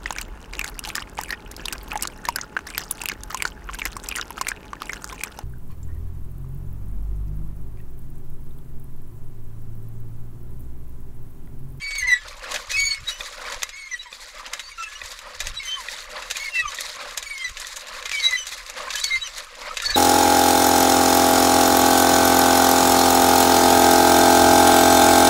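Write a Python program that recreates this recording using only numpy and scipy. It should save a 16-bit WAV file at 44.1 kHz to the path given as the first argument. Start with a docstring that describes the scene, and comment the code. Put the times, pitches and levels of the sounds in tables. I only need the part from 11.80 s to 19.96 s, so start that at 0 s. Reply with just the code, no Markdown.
"""Squeaky hand pump on a lawn

A cast-iron hand pump is worked about once every 0.9 s, while light wind rumbles on the microphone.
Water is filtered noise mixed with many tiny ringing bubbles and drops; it comes in bursts of hiss and
splatter and in hollow, bubbling swells. Slack linkage clanks as short bursts of coloured noise.
The dry pivot squeals, mostly stepping down in pitch: stacks of harmonics with an unsteady pitch and level.
Whistles and groans are short gliding tones, and the squealing also stirs the ringing of the iron lever."""
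import sys
import numpy as np
from scipy import signal
from scipy.fft import rfft, irfft
from scipy.io import wavfile
from scipy.ndimage import uniform_filter1d, map_coordinates

SR = 44100
rng = np.random.default_rng(int(sys.argv[2]) if len(sys.argv) > 2 else 0)


def bounce(signal):
    """Save signal as a 16-bit WAV file at the path given by the first command-line argument."""
    frames = np.transpose(np.atleast_2d(signal))
    limited = np.clip(frames, -1, 1)
    pcm = np.round(limited * 32767).astype(np.int16)
    wavfile.write(sys.argv[1], SR, pcm)


N = 359856
T = np.arange(N) / SR   # time of every sample [s]


def from_db(db):
    """Turn decibels into a gain."""
    return 10 ** (np.asarray(db) / 20)


def rms_one(x):
    """Scale to an rms (average strength) of 1."""
    return x / np.sqrt(np.mean(x ** 2) + 1e-20)


def follow(rows, t):
    """Read a (time, level) curve at times t, with straight lines between its points."""
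    times, levels = np.transpose(rows)
    return np.interp(t, times, levels)


def colour(x, spectrum):
    """Filter a steady sound by (frequency [Hz], gain [dB]) points, steeply cut outside them; rms 1."""
    hz, db = np.transpose(spectrum)
    log_hz = np.log(np.maximum(np.fft.rfftfreq(len(x), 1 / SR), 1))
    below = np.maximum(np.log(hz[0]) - log_hz, 0)
    above = np.maximum(log_hz - np.log(hz[-1]), 0)
    gain = from_db(np.interp(log_hz, np.log(hz), db)) * np.exp(-4 * (below + above))
    return rms_one(irfft(rfft(x) * gain, len(x)))


def drift(rate, size):
    """A smooth random wander with a spread of about 1, heading somewhere new `rate` times a second."""
    knots = rng.standard_normal(4096)
    return map_coordinates(knots, [np.arange(size) * rate / SR], order=2, mode="wrap")


def ring(x, hz, t60):
    """A resonance: a unit click starts a sine of height 1 that falls 60 dB in t60 seconds."""
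    r, w = from_db(-60 / (t60 * SR)), 2 * np.pi * hz / SR
    return signal.lfilter([0, np.sin(w)], [1, -2 * r * np.cos(w), r * r], x + 1e-18)


def envelope(x, size=900):
    """Running rms level over `size` samples."""
    return np.sqrt(np.abs(uniform_filter1d(x ** 2, size=size)) + 1e-12)


def bump(s, rise, fall):
    """A rounded hump of height 1 at time s, with its own rise and fall times [s]."""
    return np.exp(-np.minimum(((T - s) / np.where(T < s, rise, fall)) ** 2, 60))


def swells(rows, fall):
    """Add up the power of humps (peak time [s], rise [s], level [dB]); each falls in `fall` times its rise."""
    return sum(from_db(db) ** 2 * bump(s, rise, fall * rise) for s, rise, db in rows)


# Tone of the wind rumble: (frequency [Hz], gain [dB])
WIND_TONE = [(14, 3), (26, 4.5), (45, -4), (70, -17), (100, -18.5), (160, -35.5), (400, -30.5)]
# Strength of the steady breeze: (time [s], level [dB])
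BREEZE_LEVEL = [(0.0, -42), (1.7, -51.5), (2.3, -56), (3.1, -51), (6.1, -50.5), (7.6, -50)]
# Puffs that bump the microphone: (peak time [s], rise [s], level [dB])
WIND_PUFFS = [(0.235, 0.039, -38), (0.46, 0.04, -44.5), (1.01, 0.077, -40), (1.23, 0.027, -38),
              (1.4, 0.0083, -38), (1.77, 0.02, -41), (3.25, 0.013, -44), (3.68, 0.058, -37.5),
              (4.85, 0.02, -40.5), (5.7, 0.018, -43), (7.33, 0.046, -45.5), (8.1, 0.034, -34.5)]
BREEZE_SWING_DB = 1.5


def wind(buffet_db=-7, puff_fall=0.99, lumps_db=4.0):
    """Air pressing on the microphone gives a low rumble; puffs add a lumpy thump higher in pitch."""
    breeze = from_db(follow(BREEZE_LEVEL, T) + BREEZE_SWING_DB * drift(9, N))
    puffs = np.sqrt(swells(WIND_PUFFS, puff_fall))
    rumble = colour(rng.standard_normal(N), WIND_TONE)
    thump = colour(rng.standard_normal(N), [(55, 19.5), (100, 9.5), (180, -4.5)])
    buffet = from_db(buffet_db + lumps_db * drift(60, N)) * thump
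    return np.hypot(breeze, puffs) * rumble + puffs * buffet


def grains(per_s, low_hz, high_hz, cycles, spread_db, clump_db):
    """Clumps of ringing bubbles or drops, each dealt one of 20 pitches and down 60 dB after `cycles` cycles."""
    sizes = from_db(spread_db * np.minimum(rng.exponential(1, N), 4)) * rng.choice([-1, 1], N)
    born = rng.random(N) < per_s * from_db(clump_db * drift(50, N)) / SR
    pitches = np.geomspace(low_hz, high_hz, 20)
    dealt = rng.integers(0, len(pitches), N)
    total = 0
    for k, hz in enumerate(pitches):
        total = total + hz / low_hz * ring(sizes * born * (dealt == k), hz, cycles / hz)
    return rms_one(total)


def glugs(per_s=85, low_hz=850, high_hz=1400, cycles=4, rise=0.036, spread_db=9, size=3000):
    """Big air pockets break loose and ring, rising in pitch as they near the surface."""
    out, t = np.zeros(N + size), np.arange(size) / SR
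    for when, pitch, strength in rng.random((int(per_s * N / SR), 3)):
        hz = low_hz * (high_hz / low_hz) ** pitch
        age = t * hz / cycles
        tone = np.sin(2 * np.pi * hz * t * (1 + rise * age / 2))
        out[int(when * N):][:size] += from_db(spread_db * strength) * age * np.exp(-age) * tone
    return rms_one(out[:N])


BURST_ATTACK_S, BURST_RELEASE_S = 0.015, 0.038


def burst_shape(start, length):
    """A burst rises quickly, holds, then trails off."""
    rise = np.clip((T - start) / BURST_ATTACK_S, 0, 1)
    return rise * np.exp(-np.clip((T - start - length) / BURST_RELEASE_S, 0, 20))


# Water that keeps running between strokes: (time [s], level [dB])
RUNNING_WATER = [(0.0, -52.5), (0.6, -46.5), (1.2, -47), (1.6, -48), (2.1, -55), (3.0, -48.5), (3.8, -45),
                 (4.7, -48), (5.6, -47.5), (6.3, -45.5), (7.4, -44.5), (8.16, -47.5)]
# Swells of hollow, bubbling noise, one of them under a clank: (peak time [s], rise [s], level [dB])
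HOLLOW_SWELLS = [(0.69, 0.056, -42.5), (0.745, 0.047, -43), (1.7, 0.085, -40), (2.65, 0.11, -48),
                 (3.49, 0.058, -47.5), (4.385, 0.089, -43), (5.24, 0.063, -43), (6.155, 0.074, -45.5),
                 (7.02, 0.094, -43), (7.86, 0.081, -43), (8.12, 0.029, -42)]
# Bursts of hiss, splatter and hollow low noise, some under squeals or clanks:
# (start [s], length [s], splatter level [dB], hollow level [dB])
SPLATTER_BURSTS = [(0.435, 0.39, -74, -52.5), (0.708, 0.013, -28.5, -33), (0.888, 0.08, -33, -55),
                   (1.274, 0.055, -33, -49.5), (1.389, 0.12, -41, -48.5), (2.302, 0.19, -44, -55.5),
                   (3.199, 0.12, -42, -53.5), (3.579, 0.1, -39.5, -52.5), (3.993, 0.22, -38.5, -51.5),
                   (4.538, 0.27, -38.5, -55), (4.882, 0.16, -42.5, -52), (4.963, 0.21, -38, -54),
                   (5.353, 0.058, -42, -53.5), (5.749, 0.25, -40.5, -52.5), (6.304, 0.23, -34, -54.5),
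                   (6.667, 0.1, -34, -47.5), (7.122, 0.1, -32, -49.5), (7.524, 0.095, -37, -48.5),
                   (8.013, 0.078, -31, -50)]
# The water falters as the handle stalls: (time [s], half length [s])
WATER_LULLS = [(0.4, 0.013), (1.22, 0.042), (2.95, 0.043), (3.814, 0.022), (4.84, 0.018), (5.706, 0.031),
               (6.65, 0.013), (7.907, 0.0097)]
LULL_DB = -4.5
FLOW_BOX_DB, FLOW_BUBBLE_DB, FLOW_SPLATTER_DB = -13.5, 1.5, 0   # against the running water's level
SWELL_BUBBLE_DB, SWELL_SPLATTER_DB = 5, -0.5   # against the level of a swell
BURST_BUBBLE_DB = -24   # against the splatter level of a burst


def water_levels():
    """Running water, swells and bursts add in power: the gains of spout box, bubbling and splatter."""
    flow = from_db(follow(RUNNING_WATER, T))
    swell = np.sqrt(swells(HOLLOW_SWELLS, fall=1))
    burst = burst_box = 0
    for start, length, splatter_db, box_db in SPLATTER_BURSTS:
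        shape = burst_shape(start, length)
        burst = burst + from_db(splatter_db) * shape
        burst_box = burst_box + from_db(box_db) * shape
    box = [from_db(FLOW_BOX_DB) * flow, swell, burst_box]
    bubbling = [from_db(FLOW_BUBBLE_DB) * flow, from_db(SWELL_BUBBLE_DB) * swell, from_db(BURST_BUBBLE_DB) * burst]
    splatter = [from_db(FLOW_SPLATTER_DB) * flow, from_db(SWELL_SPLATTER_DB) * swell, burst]
    lull = sum(bump(s, half, half) for s, half in WATER_LULLS)
    return np.linalg.norm([box, bubbling, splatter], axis=1) * from_db(LULL_DB * lull)


# Tone of the hollow spout box: (frequency [Hz], gain [dB])
BOX_TONE = [(100, -55), (160, -17), (220, -11.5), (280, -12.5), (420, -17.5), (500, 5), (550, 2),
            (600, 6.5), (660, -5.5), (800, -2), (1000, -1.5)]
# Tone of the gurgling bubbles: (frequency [Hz], gain [dB])
BUBBLE_TONE = [(500, -30), (800, -35), (1050, 3), (1400, -0.5), (2000, 0), (2700, -3.5), (3600, -9.5),
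               (5000, -8.5), (10000, -23)]
# Tone of the splattering drops: (frequency [Hz], gain [dB])
SPLATTER_TONE = [(1000, -3.5), (2000, 10), (2900, -2), (3800, 9.5), (4500, 7.5), (5400, 3), (7000, 3.5),
                 (8500, -3.5), (11000, -6), (13500, -14), (15500, -18)]


def water(slosh_db=1.0):
    """The spout box resounds with a hollow tone; bubbles gurgle in it and drops splatter below."""
    box_gain, bubble_gain, splatter_gain = water_levels() * from_db(slosh_db * drift(22, N))
    surge = grains(per_s=560, low_hz=136.0, high_hz=984, cycles=11.8, spread_db=0.0, clump_db=2.5)
    bubbles = grains(per_s=650, low_hz=789.0, high_hz=4970, cycles=56, spread_db=3.5, clump_db=8.0)
    drops = grains(per_s=1800, low_hz=1750, high_hz=14200, cycles=29, spread_db=4.5, clump_db=6.5)
    hollow = colour(surge + 1.15 * rng.standard_normal(N), BOX_TONE)
    box = box_gain * (hollow + from_db(0.1) * glugs())
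    gurgle = bubble_gain * colour(bubbles + 1.5 * rng.standard_normal(N), BUBBLE_TONE)
    spray = 0.94 * from_db(8.8 * np.tanh(drift(45, N))) * rng.standard_normal(N)
    splatter = splatter_gain * colour(drops + spray, SPLATTER_TONE)
    return box + gurgle + splatter


# The valve drops on its seat as the handle turns: (time [s], level [dB])
VALVE_DROPS = [(1.407, -28), (2.327, -33.5), (3.216, -29), (4.085, -29), (4.557, -28), (4.986, -26.5),
               (5.847, -33), (6.722, -33.5)]
# Tones the valve rings with: (frequency [Hz], level [dB])
VALVE_MODES = [(560, -8), (1120, -3), (1930, 1), (2450, -1.5), (3550, 2)]


def valve(contact_s=0.0021, t60=0.021, ring_db=-16, click_db=-7, size=1500):
    """Each seating is a short gritty contact that sets the valve ringing."""
    push, t = np.zeros(N), np.arange(size) / SR
    for s, db in VALVE_DROPS:
        push[int(s * SR):][:size] += from_db(db) * np.exp(-t / contact_s)
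    push *= colour(rng.standard_normal(N), CLANK_TONE)
    ringing = sum(from_db(db) * ring(push, hz, t60) for hz, db in VALVE_MODES)
    return from_db(ring_db) * ringing + from_db(click_db) * push


# Tones the iron lever rings with: (frequency [Hz], level [dB])
LEVER_MODES = [(1735, 7.5), (1980, 3), (2110, 8), (2650, 3), (3095, -5), (3898, 9), (4463, -21), (5020, 3),
               (5990, 0)]
LEVER_T60_S = 0.095   # time to fall 60 dB


def lever(x):
    """The iron lever rings at its own pitches when driven by x."""
    return sum(from_db(db) * ring(x, hz, LEVER_T60_S) for hz, db in LEVER_MODES)


# the weakest tick is set TICK_DB above the running water's level
TICKS_PER_S, TICK_DB, TICK_SPREAD_DB = 22, 13, 16


def ticks(count=400):
    """Grit and drops tick on the casting at random, stronger as more water runs; rows like the clanks."""
    times = np.cumsum(rng.exponential(1 / TICKS_PER_S, count))
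    levels = follow(RUNNING_WATER, times) + TICK_DB + TICK_SPREAD_DB * rng.random(count) ** 2
    trebles = rng.normal(-4.1, 1.7, count)
    return [(s, db, treble_db, -17) for s, db, treble_db in zip(times, levels, trebles) if s < T[-1]]


# Clanks and ticks of the slack linkage: (time [s], level [dB], treble gain [dB], rattling tail [dB])
LINKAGE_CLANKS = [(0.107, -22, -8, -4.5), (0.153, -18.5, -4, -10), (0.717, -22, -7, -3),
                  (0.742, -10.5, -6, -9.5), (0.76, -6.5, -25, -16), (0.915, -18, -0.5, -6),
                  (1.001, -23.5, 5, -7), (1.721, -18, -9, -7), (1.821, -9, -27, -22), (1.832, -4, 2.5, -28),
                  (1.891, -23, -8, -5.5), (2.663, -18, -9, -12.5), (2.735, -4.5, -4, -21.5),
                  (2.794, -15.5, -9.5, -8), (3.259, -24, 5, -18), (3.316, -22, 2, -16.5),
                  (3.603, -14, -6.5, -3), (3.67, -5.5, -3.5, -25), (4.194, -35, -9, -30),
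                  (4.314, -24, -2, -20), (4.423, -17, -23, -10), (4.501, -20.5, -6, -3),
                  (4.51, -7, -4.5, -15), (4.568, -11.5, -2.5, -12.5), (4.919, -15.5, -16, -15),
                  (4.945, -22, 2, -9.5), (5.008, -12.5, 6.5, -20), (5.375, -6.5, 1, -15.5),
                  (5.426, -17.5, -3, -10.5), (5.77, -14.5, -11, -13), (5.799, -21, 3, -11.5),
                  (5.869, -26.5, 10, -15), (5.96, -28, 9, -15), (5.969, -25, 8, -15), (6.07, -21, -3, -20),
                  (6.226, -12, -11, -27), (6.256, -16.5, -12, -3.5), (6.294, -8.5, -8, -21),
                  (6.315, -11.5, -12, -8.5), (6.509, -34, 20, -17), (6.668, -23, 3, -5.5),
                  (6.898, -16, -0.5, -17), (7.104, -16, -11.5, -3), (7.155, -14, 1, -8.5),
                  (7.2, -23, 11, -19), (7.242, -5.5, 2.5, -20), (7.582, -22, 2.5, -11),
                  (7.97, -9.5, -9, -8), (8.001, -6, -17, -23), (8.021, -24, 8, -10.5), (8.104, -15, -5, -8)]
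# Tone of the crunching iron, used for the valve too: (frequency [Hz], gain [dB])
CLANK_TONE = [(180, -19), (300, -26), (509, -3), (794, -6.5), (1390, -3), (1750, 4), (3810, 7.5), (5570, 4),
              (6790, 9.5), (9930, -4.5), (11700, -3), (15500, -18)]


def clanks(crack_s=0.00081, tail_s=0.0095, ring_db=-52, scuff_db=-22, scuff_s=0.0025, size=5000):
    """Slack parts scuff, then knock with a crunch of rusty iron and a rattling tail; the lever rings after."""
    out, t = np.zeros(N + 2 * size), np.arange(-size // 4, size) / SR
    crunch = colour(rng.standard_normal(len(out)), CLANK_TONE)
    dull = signal.sosfiltfilt(signal.butter(2, 4800, fs=SR, output="sos"), crunch)
    after = np.maximum(t, 0)
    onset = 1 - np.exp(-after / 0.0012)
    crack, tail = np.exp(-after / crack_s), np.exp(-after / tail_s)
    scuff = from_db(scuff_db) * np.exp(-np.abs(t) / scuff_s)
    for s, db, treble_db, tail_db in [*LINKAGE_CLANKS, *ticks()]:
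        shape = scuff + onset * (crack + from_db(tail_db) * tail)
        at = int((s + t[0]) * SR) + np.arange(len(t))
        treble = from_db(treble_db) * (crunch[at] - dull[at])
        out[at] += from_db(db) * shape * (dull[at] + treble)
    return (out + from_db(ring_db) * lever(out))[:N]


def stray_slips(per_s=100, low_hz=1650, high_hz=9500, swell_s=0.011, sag_per_s=0.74, spread_db=10, size=5000):
    """Small spots of rust sing briefly on their own: faint overlapping tones that slide down."""
    out, t = np.zeros(N + size), (np.arange(size) - size // 2) / SR
    hump = np.exp(-.5 * (t / swell_s) ** 2)
    for when, pitch, strength, slide in rng.random((int(per_s * N / SR), 4)):
        hz = low_hz * (high_hz / low_hz) ** pitch
        tone = np.sin(2 * np.pi * hz * t * (1 - sag_per_s * slide * t))   # pitch falls at twice this rate
        out[int(when * N):][:size] += from_db(spread_db * strength) * hump * tone
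    return rms_one(out[size // 2:][:N])


def rubbing(song, rub_db=-36, scrape_db=-36, stray_db=-30, grit_db=4):
    """While a joint sings, its rough faces also scrape, chirp and stir all the tones of the lever."""
    pressure = np.sqrt(envelope(song, size=2600))
    grit = rng.standard_normal(N) * from_db(grit_db * drift(250, N))
    modes = from_db(rub_db) * rms_one(lever(grit))
    scrape = from_db(scrape_db) * colour(grit, [(2500, 25.5), (7000, 17.0), (11000, 4.6), (15000, 3.3)])
    return pressure * (modes + scrape + from_db(stray_db) * stray_slips())


def chirp(s, hz, swell, die_s, glide, overtone_db, jitter, flutter_db, fall_db=19, rasp=0.05, size=4):
    """A short friction tone with overtones that swells, glides and rings out around time s."""
    near, out = np.abs(T - s) < .15, np.zeros(N)
    t = T[near] - s
    shape = np.where(t < 0, np.exp(-.5 * (t / swell) ** 2), np.exp(1 - np.hypot(1, t / die_s)))
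    pitch = hz * 2 ** (glide * t) * (1 + jitter * drift(610, len(t)))
    phase = 2 * np.pi * np.cumsum(pitch) / SR
    phase += rasp * drift(1600, len(t))   # uneven slips make the tone noisy at its edges
    tone = np.sin(phase)
    for k in range(size - 1):
        tone += from_db(overtone_db - fall_db * np.sqrt(k)) * np.sin((k + 2) * phase)
    out[near] = np.sqrt(2) * from_db(flutter_db * drift(155.0, len(t))) * shape * tone
    return out


# Lower squeaks as the handle slows: (peak time [s], pitch [Hz], level [dB], half length [s],
# glide [octaves/s], 2nd harmonic [dB against the first])
PIVOT_GROANS = [(0.224, 1724, -36.5, 0.0091, -0.5, -23), (0.315, 1722, -36, 0.025, 0, -30),
                (0.276, 964, -42.5, 0.014, -1, -16), (2.267, 992, -44.5, 0.0075, -3.5, -6),
                (3.102, 1704, -43.5, 0.022, 0.5, -14), (3.981, 1075, -33, 0.0097, -5, -15),
                (4.853, 1205, -30, 0.016, -3, -12), (7.155, 1674, -32.5, 0.0075, 1, -22),
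                (7.908, 1250, -31.5, 0.0041, 2.5, -18), (8.032, 1390, -32.5, 0.0057, 1.5, -9),
                (8.061, 1750, -33.5, 0.019, -1.5, -29), (8.118, 1750, -33.5, 0.012, -0.5, -26)]


def groans():
    """Slower, rougher slips at the turn of the stroke."""
    total = 0
    for s, hz, db, half, glide, second_db in PIVOT_GROANS:
        tone = chirp(s, hz, half, 1.75 * half, glide, second_db, jitter=0.019, flutter_db=4.0)
        total = total + from_db(db) * tone
    return total


# Short high whistles, some of them the bright second harmonic of a squeal: (peak time [s], pitch [Hz],
# level [dB], swell [s], fade [s], glide [octaves/s], 2nd harmonic [dB against the first])
HIGH_WHISTLES = [(0.954, 2550, -25, 0.018, 0.014, 0.9, -10.5), (1.287, 3845, -24, 0.0086, 0.009, 0.4, -28),
                 (1.32, 2930, -35, 0.0092, 0.025, 0.7, -5), (2.199, 3900, -32.5, 0.0046, 0.013, 0.5, -29),
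                 (2.875, 4560, -41, 0.029, 0.016, 1, -28), (3.156, 2870, -37, 0.003, 0.0083, 2, -6),
                 (3.784, 3917, -26.5, 0.012, 0.0056, 0.1, -24), (3.941, 3100, -26, 0.044, 0.011, 0.13, -20),
                 (3.98, 3010, -37, 0.0072, 0.0097, -1, -16), (4.786, 2645, -20.5, 0.031, 0.017, -1, -24),
                 (4.884, 3063, -34, 0.0057, 0.0077, -1.3, -1.5),
                 (5.623, 3180, -35.5, .022, 0.0098, 0.8, -27), (6.348, 4940, -35, 0.012, 0.0079, 2, -12),
                 (6.38, 3070, -29, 0.011, 0.009, 1, -22), (6.406, 4430, -28, .007, 0.0058, -0.55, -25),
                 (6.463, 3900, -15.5, .018, 0.011, 0.05, -32), (6.579, 3075, -29, 0.006, 0.025, -0.8, -6.5),
                 (6.629, 2980, -35, 0.03, 0.0068, -0.8, -1), (7.18, 3070, -27, 0.012, .006, 2, -20),
                 (7.221, 3920, -28, .008, .006, 1.5, -17), (7.281, 3920, -25.5, 0.0049, 0.0056, 1.2, -19),
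                 (7.365, 4450, -34.5, 0.018, 0.016, 1, -20), (7.334, 3884, -27.5, 0.013, 0.0077, 0.2, -33),
                 (7.427, 3890, -25, 0.0073, 0.0063, 1, -20), (7.445, 3090, -35, 0.0073, 0.011, 1, -7),
                 (7.467, 2946, -35.5, .008, 0.0088, -2.5, 0.5),
                 (8.067, 4465, -19.5, 0.0087, 0.0045, 0, -28),
                 (8.106, 4460, -22.5, 0.0085, 0.0049, 0.5, -29),
                 (8.158, 3856, -16.5, 0.0097, .012, -2.3, -28)]


def whistles():
    """Short high tones that swell, slide in pitch and fade, some as a squeal's bright second harmonic."""
    total = 0
    for s, hz, db, swell, fade, glide, second_db in HIGH_WHISTLES:
        tone = chirp(s, hz, swell, fade, glide, second_db, jitter=0.0053, flutter_db=2.0)
        total = total + from_db(db) * tone
    return total


def screech(squeal, whistle, mix_db=-17, second_db=-11, low_hz=3600):
    """Squeal and whistle share one contact and modulate each other: sum tones slide above both."""
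    a, b = envelope(squeal), envelope(whistle)
    mixed = squeal * whistle / np.sqrt(a * b)
    mixed *= 1 + from_db(second_db) * (squeal / a + whistle / b)
    highpass = signal.butter(2, low_hz, "high", fs=SR, output="sos")
    return from_db(mix_db) * signal.sosfilt(highpass, mixed)


SQUEAL_ATTACK_S, SQUEAL_RELEASE_S = 0.0072, 0.011


def stick_slip(row, jitter, waver, flutter_db, fray_db, fall_db, shake, shake_hz, rasp, size=7):
    """One slip: the pivot sticks and lets go over and over, a harmonic tone that quivers with the rust's grip."""
    start, length, first_hz, last_hz, *levels, growth_db = row
    inside = (T >= start) & (T < start + length + 2 * SQUEAL_RELEASE_S)
    t, out = T[inside] - start, np.zeros(N)
    progress = np.minimum(t / length, 1)
    hz = first_hz + (last_hz - first_hz) * np.sin(np.pi / 2 * progress) ** 2
    hz *= 1 + jitter * drift(282.0, len(t)) + waver * drift(39.0, len(t))
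    phase = 2 * np.pi * np.cumsum(hz) / SR + rasp * drift(2100, len(t))
    # the shuddering rod adds side tones
    phase += shake * rms_one(ring(rng.standard_normal(SR)[:len(t)], shake_hz, 0.015))
    grip_db = growth_db * (progress - .5) + flutter_db * np.tanh(drift(66.0, len(t)))
    for k in range(size):
        # harmonics beyond the table fall by fall_db each
        db = levels[min(k, len(levels) - 1)] - fall_db * max(k + 1 - len(levels), 0)
        fray = fray_db * np.sqrt(k + 1) * np.tanh(drift(135.0, len(t)))   # upper harmonics fray most
        out[inside] += np.sqrt(2) * from_db(db + grip_db + fray) * np.sin((k + 1) * phase)
    fade = np.exp(-2 * np.maximum((t - length) / SQUEAL_RELEASE_S + 1, 0))
    out[inside] *= np.minimum(t / SQUEAL_ATTACK_S, 1) * fade
    return out


# The pivot squeals in runs of short slips, mostly stepping down in pitch:
# (start [s], length [s], first pitch [Hz], last pitch [Hz], fundamental [dB], 2nd harmonic [dB],
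# 3rd harmonic [dB], 4th harmonic [dB], growth over the slip [dB])
PIVOT_SQUEALS = [(0.013, 0.21, 2266, 2225, -32.5, -37.5, -51, -62, -2.5),
                 (0.177, 0.059, 2180, 2040, -31, -38, -35.5, -43.5, -2),
                 (0.223, 0.054, 2023, 1965, -26, -55, -59, -68, -15),
                 (0.267, 0.0512, 2122, 1970, -18.5, -32.5, -36.5, -47, 13),
                 (0.308, 0.041, 1986, 1952, -13.5, -30.5, -34.5, -46.5, 3),
                 (0.346, 0.055, 1932, 1964, -35, -49, -61, -79, -24),
                 (0.963, 0.093, 2240, 2232, -22, -30.5, -31, -47.5, 5),
                 (1.048, 0.072, 2250, 2220, -31.5, -31.5, -33.5, -53, -9),
                 (1.104, 0.047, 2206, 2215, -32.5, -22.5, -46, -56, -4),
                 (1.14, 0.069, 2210, 2150, -39.5, -52, -69, -78, -11),
                 (1.924, 0.052, 2160, 2200, -41, -53, -51, -69, -8),
                 (1.967, 0.125, 2243, 2120, -40, -49, -54.5, -70, -4),
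                 (2.108, 0.05, 2055, 1910, -28.5, -47, -39.5, -63, 16),
                 (2.912, 0.03, 2290, 2200, -39.5, -54, -68, -77, -3),
                 (2.978, 0.061, 1356, 1330, -32, -38.5, -54, -65, 8),
                 (3.026, 0.068, 1334, 1307, -50, -41, -66, -59, -16),
                 (3.796, 0.055, 2226, 2080, -37, -48, -68, -75, -8),
                 (3.848, 0.056, 2090, 2000, -37.5, -47, -37.5, -48, 2),
                 (4.593, 0.068, 2180, 2240, -34.5, -43, -47, -55, 4),
                 (4.653, 0.046, 2150, 2144, -29, -43, -56, -68, 5),
                 (4.751, 0.07, 2026, 1925, -27, -38.5, -48, -56, 11),
                 (5.458, 0.037, 2280, 2190, -40.5, -43.5, -46, -57, -11),
                 (5.498, 0.09, 2290, 2140, -33.5, -46, -57, -58, 0),
                 (5.589, 0.055, 2125, 2050, -31, -53, -64, -68, 8),
                 (5.641, 0.052, 2018, 1928, -28.5, -33.5, -43, -56, -17),
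                 (6.329, 0.09, 2310, 2216, -28.5, -50, -47, -57, -11),
                 (6.413, 0.096, 2112, 2090, -28.5, -45, -38, -52, -2),
                 (6.505, 0.066, 2030, 1986, -23, -33.5, -50, -50, 13),
                 (7.232, 0.08, 2225, 2210, -40.5, -31, -51, -56, -16),
                 (7.301, 0.077, 2110, 2084, -24, -43.5, -52, -55, 10)]


def squeals():
    """The dry pivot sings in mid-stroke, slip after slip."""
    return sum(stick_slip(row, jitter=0.0059, waver=0.0016, flutter_db=3.0, fray_db=3.0, fall_db=4,
                          shake=0.015, shake_hz=534, rasp=0.036) for row in PIVOT_SQUEALS)


def frame(x, t60=0.019, wet_db=-16, size=8000):
    """The dense, short ring of the pump's casting spreads every sound of the ironwork."""
    response = rng.standard_normal(size) * from_db(-60 * np.arange(size) / SR / t60)
    return x + from_db(wet_db) * signal.fftconvolve(x, response / np.linalg.norm(response))[:N]


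def scene(singing_db=-66):
    """Ironwork, water and wind at one microphone; the lever rings on where the singing meets its tones."""
    squeal, whistle = squeals(), whistles()
    song = squeal + whistle + screech(squeal, whistle) + groans()
    iron = song + from_db(singing_db) * lever(song) + rubbing(song) + clanks() + valve()
    return (frame(iron) + water() + wind())[None]


def record(dry, cutoff_hz=15700):
    """The top of the treble is cut steeply."""
    return signal.sosfilt(signal.ellip(14, .1, 90, cutoff_hz, fs=SR, output="sos"), dry)


dry = scene()
out = record(dry)
bounce(out)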